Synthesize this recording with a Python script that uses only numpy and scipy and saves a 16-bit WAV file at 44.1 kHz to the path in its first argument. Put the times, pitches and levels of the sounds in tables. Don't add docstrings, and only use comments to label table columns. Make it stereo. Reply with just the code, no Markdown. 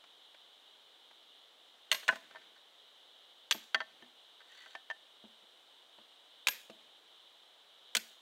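import sys
import numpy as np
from scipy import signal
from scipy.fft import rfft, irfft
from scipy.io import wavfile
from scipy.ndimage import uniform_filter1d

SR = 44100
rng = np.random.default_rng(int(sys.argv[2]) if len(sys.argv) > 2 else 0)


def wav_record(signal):
    frames = np.transpose(np.atleast_2d(signal))
    bounded = np.clip(frames, -1, 1)
    quanta = np.round(bounded * 32767).astype(np.int16)
    wavfile.write(sys.argv[1], SR, quanta)


N = 362061
T = np.arange(SR // 2) / SR
CLOCK = np.arange(N) / SR

# f/Hz, level/dB
CONTACT_SPECTRUM = [(60, -27), (250, -14), (700, 2), (1600, 0), (3200, 0), (6000, -13), (15000, -32.5)]


def chops():
    # bite t/s, bite level/dB, wall f/Hz, wall ring/dB,
    # treble tilt/(dB per octave), split delay/s, split level/dB, split wall f/Hz, split wall ring/dB,
    # tail/dB, piece, its ring/dB, steel ring/dB, shift of the lowest steel mode by the grip/Hz
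    chop_events = [(1.9150, -16, 2980, -1, 0, 0.011, -21.5, 3200, -10, -3.5, "whole tube", -20, -40.5, 1),
                   (3.5102, -16, 3430, -1, -0.5, .0132, -26.5, 3280, 9.5, -7, "split tube", -10.5, -42.5, 40),
                   (6.4702, -18.5, 2470, 4, 1.5, .0137, -18, 2340, -5.5, -4.5, "new tube", -18.5, -34.5, 25),
                   (7.9504, -17, 2220, -8.5, 2, 0.017, -17, 3270, -8, -9, "narrow stave", -17.5, -49, 70)]
    # f/Hz, level/dB, t60/s
    steel_modes = [(11650, 0, .17), (11690, -8, .1), (13190, -2, .12), (13260, -2, .16)]
    # t/s, level/dB, treble tilt/(dB per octave), piece
    snap_events = [(1.946, -29, -0.5, "whole tube"), (2.030, -45, -8, "wide slat"),
                   (2.0797, -23.5, -1.5, "wide slat"), (2.156, -43.5, 1.5, "wide slat")]
    bite_t60, split_t60, snap_t60 = 0.031, 0.025, 0.041
    split_tilt = 2.5
    split_extra_ring_db = 2
    snap_wall_hz, snap_wall_db, snap_tail_db, snap_ring_db = 2740, -8, -4, -16.5

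    out = np.zeros((4, N))
    near, far = out[:2], out[2:]
    for (s, bite_db, wall_hz, wall_db, tilt, delay, split_db, split_hz, split_wall_db,
         tail_db, piece, ring_db, steel_db, sharp_hz) in chop_events:
        bite = crack(bite_db, wall_hz, wall_db, tilt, bite_t60, tail_db, piece, ring_db)
        split = crack(split_db, split_hz, split_wall_db, split_tilt, split_t60, tail_db, piece,
                      ring_db + split_extra_ring_db)
        sharpening = 1 + sharp_hz / steel_modes[0][0]
        steel = ring(steel_modes, tune=sharpening, rise=0.0094, lag=-0.0000098)
        add(out, s, bite)
        add(out, s + delay, split)
        add(near, s + delay, amp(steel_db) * steel * pan(db=3))
    for s, db, tilt, piece in snap_events:
        snap = crack(db, snap_wall_hz, snap_wall_db, tilt, snap_t60, snap_tail_db, piece, snap_ring_db)
        add(out, s, snap)
    return (near + forest(far)) * pan(db=3)


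def crack(db, wall_hz, wall_db, tilt, t60, tail_db, piece, ring_db):
    # f/Hz, level/dB
    fibre_spectrum = [(60, -61), (200, -33), (550, -9.5), (1000, -4), (1700, 1), (2600, 1.5), (4000, 1.5),
                      (5000, -6.5), (6500, -6), (8200, -11.5), (9800, -16), (15500, -21.5)]
    u = T * wall_hz / 1.9
    wall = amp(wall_db) * u * np.exp(1 - u) * np.sin(2 * np.pi * wall_hz * T)
    fibres = burst(fibre_spectrum, t60, tilt, same=0.6)
    hollow = amp(ring_db) * ring(damped(piece), lag=0.000015)
    near = wall + fibres + hollow + amp(tail_db - 19.5) * tearing()
    far = amp(tail_db) * (fibres + amp(-1.5) * wall + amp(-3.5) * hollow)
    return amp(db) * np.vstack([near, far])


def tearing(snaps_per_s=900, t60=0.27):
    # f/Hz, level/dB
    tear_spectrum = [(80, -50), (400, -21), (1200, -20), (1700, 0), (2050, -8), (2700, -11), (4300, -7),
                     (7000, -17), (15000, -36)]
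    rise, settle_s = 0.7, 0.038
    snaps = pair(0.58, len(T)) * (rng.random(len(T)) < snaps_per_s / SR)
    place = np.cumsum(1 + rise * np.exp(-T / settle_s)) / SR
    crackle = np.array([np.interp(place, T, side, right=0) for side in colour(snaps, tear_spectrum)])
    return evened(crackle) * dying(t60) * (1 - np.exp(-T / 0.03))


def damped(piece, length=1):
    piece_modes = { "whole tube": [(630, -5, 0.095), (1064, 1, 0.069), (1620, -1.5, 0.14), (2010, 18, 0.02),
                   (2270, -29, 0.025), (2830, 7, 0.043), (4270, 9, 0.035)],
                   "split tube": [(489, -11, 0.049), (1794, 2, 0.031), (2760, 3, 0.024), (3400, -12, 0.038),
                   (4600, -5, 0.057), (6160, 1.5, 0.032)], "new tube": [(240, -24, 0.14), (549, -7, 0.06),
                   (988, 1.5, 0.034), (1650, 3, 0.075), (2130, -10, 0.036), (2710, 14.5, 0.018),
                   (6770, 4, 0.026)], "narrow stave": [(225, -20, 0.15), (1507, -2.5, 0.067),
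                   (2270, -5, 0.04), (3220, -25, .05), (4330, -1, 0.052), (8210, 12, 0.011)],
                   "wide slat": [(667, -15, 0.31), (797, -23, 0.19), (1017, -11.5, 0.24), (1520, 0, 0.12),
                   (1670, -6, .08), (1747, 1, 0.071), (1817, -5, 0.045), (1940, -13, .04),
                   (2530, -10, 0.046), (2840, -9, 0.053), (4140, -19.5, .07)],
                   "thin slat": [(646, -17.5, 0.16), (810, -19, 0.16), (1012, -7, 0.047),
                   (1112, -15.5, 0.22), (1356, -2.5, 0.045), (1535, 5.5, 0.039), (1793, -5, 0.13),
                   (2010, 0.5, 0.044), (2510, -19, 0.064), (2895, -5.5, 0.043), (3240, 3, 0.029),
                   (4480, -0.5, 0.04), (6100, -7.5, 0.021)], "half tube": [(688, -7, 0.11),
                   (774, -11.5, 0.15), (908, -2.5, 0.038), (955, -10, 0.054), (1550, -12, 0.12),
                   (1784, 3.5, 0.091), (2840, -10, 0.049), (3120, -6, 0.074), (4520, -36, .03),
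                   (6170, -12, 0.018)]}
    longest_t60 = 0.115
    return [(hz, db, min(t60 * length, longest_t60)) for hz, db, t60 in piece_modes[piece]]


def clatter():
    # t/s, level/dB, treble tilt/(dB per octave),
    # second end/dB, dry tap/dB, piece
    landings = [(2.0894, -17.5, -0.5, -10, -13.5, "wide slat"), (2.1244, -38.5, -5, -5.5, 4, "wide slat"),
                (2.158, -47, -10.5, -4, -6, "wide slat"), (2.310, -53.5, -1, -10, 3, "thin slat"),
                (2.349, -51.5, -8, -2, -6, "half tube"), (2.358, -45.5, -4.5, -6, -5.5, "thin slat"),
                (2.415, -60, 1, -5, -7, "thin slat"), (2.562, -59, 1, -10, -14, "thin slat"),
                (3.7455, -21.5, 0.5, -17, -3, "thin slat"), (3.8041, -30.5, -3.5, -7.5, -5, "thin slat"),
                (4.023, -56.5, 7, -24, -10, "half tube"), (4.405, -53.5, -1, -3, -10, "thin slat"),
                (4.661, -49.5, -3.5, -16, -9, "thin slat"), (4.7511, -42, -1.5, -26, 6.5, "half tube"),
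                (4.9009, -34, 1.5, -2, -10, "half tube")]
    # t/s, level/dB
    blade_taps = [(.039, -49.5), (.345, -50), (1.11, -52)]
    rock_s = 0.0095
    ring_share, deadening = 0.85, 0.7

    out = np.zeros((2, N))
    for s, db, tilt, second_db, tap_db, piece in landings:
        decay_share = ring_share / (1 + deadening * amp(second_db))
        hollow = ring(damped(piece, decay_share), tilt, lag=0.00006)
        for delay, end_db in [(0, 0), (rock_s, second_db)]:
            contact = amp(tap_db) * burst(CONTACT_SPECTRUM, t60=0.03, tilt=tilt - 1.5, same=0.38)
            add(out, s + delay, amp(db + end_db) * (hollow + contact))
    for s, db in blade_taps:
        add(out, s, amp(db) * burst(CONTACT_SPECTRUM, t60=0.036, tilt=-2.5))
    return out * pan(db=3.5)


def thuds():
    # t/s, level/dB, hardness as treble tilt/(dB per octave),
    # pitch factor, dry tap/dB
    earth_blows = [(1.927, -53, -2, 0.91, -12), (2.096, -40.5, -6, 1.2, -10), (2.129, -44.5, 0, 1.12, -9),
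                   (3.546, -43, -5, 0.94, 3.5), (3.749, -45, 15.5, 1.05, -12), (4.023, -48.5, 6, 1.06, -12),
                   (5.238, -44, 1, 0.94, -19), (5.428, -61, 6, 0.95, -3), (5.984, -53.5, 1, 0.95, 2.5),
                   (6.698, -48.5, 17, 0.98, 3), (7.957, -41, 11, .96, -2)]
    # f/Hz, level/dB, t60/s
    earth_modes = [(129, -32, 0.23), (182, -24, 0.02), (232, -4, 0.11), (354, -11.5, 0.082),
                   (545, 0, 0.015), (669, -25, 0.15)]
    # f/Hz, level/dB
    soil_spectrum = [(35, -41), (75, -19), (130, -3), (270, 8), (700, 3.5), (2000, -22), (8000, -39)]
    soft_tap_tilt, tilt_per_hardness = -9.5, 0.58

    out = np.zeros((2, N))
    for s, db, hardness, tune, tap_db in earth_blows:
        earth = ring(earth_modes, hardness, tune=tune, rise=0.0018, pivot_hz=230)
        soil = burst(soil_spectrum, t60=0.1, same=1)
        tap = burst(CONTACT_SPECTRUM, t60=0.04, tilt=soft_tap_tilt + tilt_per_hardness * hardness)
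        add(out, s, amp(db) * (amp(-4) * earth + amp(-11.5) * soil + amp(tap_db) * tap))
    return out * pan(db=3)


def drag():
    # start t/s, length/s, level/dB, starting squeak f/Hz
    slips = [(4.481, .075, -62.5, 1920), (4.565, 0.036, -60, 2080), (4.594, 0.075, -57, 2060)]
    # f/Hz, level/dB
    grit_spectrum = [(80, -55), (500, -31), (2000, 4), (4600, 1), (5400, -7), (7000, -2), (9500, -15),
                     (15000, -19)]
    grains_per_s, grain_spread_db = 1100, 2
    sag_hz_per_s = 2150
    pitch_jitter = 0.07
    start_s, length_s, scrape_db = 4.42, 0.41, -60

    caught = rng.random(N) < grains_per_s / SR
    grit = pair(0.23, N) * caught * amp(grain_spread_db * rng.standard_normal(N))
    body = signal.fftconvolve(grit, ring(damped("thin slat"), tilt=0.5), axes=1)[:, :N]
    rasp = colour(grit, grit_spectrum)
    scrape = amp(-2.5) * evened(body) + amp(-4.5) * evened(rasp)
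    scrape = amp(scrape_db) * arch(start_s, length_s) * scrape

    jitter = evened(uniform_filter1d(rng.standard_normal(N), size=60))
    grip = evened(uniform_filter1d(rng.standard_normal(N), size=300))
    squeak = 0
    for s, length, db, hz in slips:
        falling_hz = hz - sag_hz_per_s * np.clip(CLOCK - s, 0, length)
        phase = 2 * np.pi * np.cumsum(falling_hz * (1 + pitch_jitter * jitter)) / SR
        squeak = squeak + amp(db + 3.8 * grip) * arch(s, length) * np.sin(phase)
    return (scrape + squeak) * pan(db=3)


def shuffle():
    # start t/s, length/s, level/dB
    shifts = [(2.084, 0.47, -66), (3.796, 0.38, -71), (6.72, 0.21, -71)]
    # f/Hz, level/dB
    cloth_spectrum = [(35, -46), (70, -27), (130, -14.5), (260, -4), (500, -5), (1200, -12), (2200, -4),
                      (6000, -21), (15000, -34)]
    grains = pair(0.91, N) * (rng.random(N) < 3500 / SR)
    level = sum(amp(db) * arch(s, length) for s, length, db in shifts)
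    return level * evened(colour(grains, cloth_spectrum))


def forest(x):
    # f/Hz, level/dB, t60/s
    echo_bands = [(216, 19.5, 0.087), (970, -15.5, 0.54), (2200, -8, 0.35), (4500, -12, 0.5),
                  (8000, -12, 0.57), (15300, -5, 0.46)]
    bands_hz, echo_db, t60 = np.transpose(echo_bands)
    taps = rng.standard_normal((2, len(T))) * (rng.random((2, len(T))) < 3000 / SR)
    taps = taps + 0.28 * taps[::-1]
    hz, t, z = signal.stft(taps, SR, nperseg=256)
    fade = np.exp(-np.log(1000) * t / read(np.c_[bands_hz, t60], hz)[:, None])
    tail = signal.istft(z * fade, SR, nperseg=256)[1][:, :len(T)]
    tail = tail * (1 - np.exp(-T / 0.018))
    tail = evened(tail) / np.sqrt(len(T))
    gain = amp(read(np.c_[bands_hz, echo_db], np.fft.rfftfreq(len(T), 1 / SR)))
    tail = irfft(rfft(tail) * gain, len(T))
    return signal.fftconvolve(x, tail, axes=1)[:, :N]


def insects():
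    # f/Hz, level/dB
    chorus_spectrum = [(2400, -41.5), (2750, -12.5), (2950, -1), (3150, -0.5), (3450, -1), (3700, -0.5),
                       (3950, -3), (4200, -10.5), (4600, -26.5)]
    whine_db, whine_start_s, whine_length_s = -86.5, 2.7, 5.6
    hz = np.fft.rfftfreq(N, 1 / SR)
    chorus_gain = amp(read(chorus_spectrum, hz)) * (abs(hz - 3500) < 1300)
    chorus = evened(irfft(rfft(pair(0.41, N)) * chorus_gain, N))
    flutter_hz = np.geomspace(0.3, 14, 20)
    swell_db = evened(sum(np.sin(2 * np.pi * (f * CLOCK + rng.random())) for f in flutter_hz))
    chorus = amp(-61.5 + swell_db) * chorus * pan(db=2.5)
    whine = evened(irfft(rfft(pair(0.1, N)) * np.exp(-((hz - 8250) / 220) ** 2), N))
    whine = amp(whine_db) * arch(whine_start_s, whine_length_s) * whine * pan(db=5)
    return chorus + whine


def air():
    # f/Hz, level/dB
    air_spectrum = [(25, -95), (60, -29), (110, -19), (180, -15), (300, -3.5), (480, 2.5), (750, 4.5),
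                    (1300, 0.5), (2500, -4.5), (4500, -9.5), (6500, -16), (10000, -20.5), (15500, -24.5)]
    # f/Hz, coherence/1
    air_likeness = [(100, 0.17), (300, 0.21), (700, 0.64), (1500, 0.48), (3000, 0.16), (15000, 0.33)]
    # f/Hz, phase/rad
    air_lead = [(100, 1.14), (430, 1.93), (1000, 2.35), (2300, 2.14), (4500, 1.1), (15000, 0.45)]
    # f/Hz, level/dB
    air_lean = [(100, -1.5), (400, 2), (1300, 4), (4400, 8), (8000, 11.5), (15000, 6.5)]
    hz = np.fft.rfftfreq(N, 1 / SR)
    a, b = rfft(rng.standard_normal((2, N)))
    same = read(air_likeness, hz)
    right = (same * a + np.sqrt(1 - same ** 2) * b) * np.exp(1j * read(air_lead, hz))
    lean = amp(read(air_lean, hz) / 2)
    out = irfft(np.array([a * lean, right / lean]) * amp(read(air_spectrum, hz)), N)
    return amp(-63.5) * out / out.std()


def ring(modes, tilt=0, length=1, tune=1, rise=0.00037, lag=0., pivot_hz=1500):
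    t = T + np.array([[lag], [0]])
    out = 0
    for hz, db, t60 in modes:
        level = amp(db + tilt * np.log2(hz / pivot_hz))
        out = out + level * dying(t60 * length) * np.sin(2 * np.pi * hz * tune * t)
    radiation = signal.butter(3, 0.75 * modes[0][0], "high", fs=SR, output="sos")
    return signal.sosfilt(radiation, out * (1 - np.exp(-T / rise)))


def burst(points, t60, tilt=0, same=0.7):
    shape = dying(t60) * (1 - np.exp(-T / 0.0012))
    return evened(colour(pair(same, len(T)) * shape, points, tilt)) * np.sqrt(np.mean(shape ** 2))


def colour(x, points, tilt=0):
    hz = np.abs(np.fft.fftfreq(2048, 1 / SR))
    gain_db = read(points, hz) + tilt * np.log2(np.maximum(hz, 1000) / 1000)
    log_gain = np.log(amp(gain_db))
    taps = np.fft.ifft(np.exp(np.conj(signal.hilbert(log_gain)))).real
    return signal.fftconvolve(x, taps[None] / np.linalg.norm(taps), axes=1)[:, :x.shape[1]]


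def pair(same, size):
    a, b = rng.standard_normal((2, size))
    return np.array([a, same * a + np.sqrt(1 - same ** 2) * b])


def dying(t60):
    return np.exp(-np.log(1000) * T / t60)


def arch(start, length):
    return np.sin(np.pi * np.clip((CLOCK - start) / length, 0, 1))


def pan(db):
    return amp(np.array([[db], [-db]]) / 2)


def amp(db):
    return 10 ** (np.asarray(db) / 20)


def evened(x):
    return x / np.sqrt(np.mean(x ** 2, axis=-1, keepdims=True) + 1e-20)


def read(points, hz):
    f, value = np.transpose(points)
    return np.interp(np.log(hz + 1), np.log(f), value)


def add(mix, s, sound):
    part = mix[:, round(s * SR):][:, :sound.shape[-1]]
    part += sound[..., :part.shape[1]]


def scene():
    loose = clatter() + thuds() + drag()
    echo = amp(-13) * forest(loose)
    return chops() + loose + echo + shuffle() + insects() + air()


def record(dry):
    edge_hz = 15850
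    low_pass = signal.firwin(511, edge_hz, window=("kaiser", 9), fs=SR)
    return signal.oaconvolve(dry, low_pass[None], "same")


dry = scene()
out = record(dry)
wav_record(out)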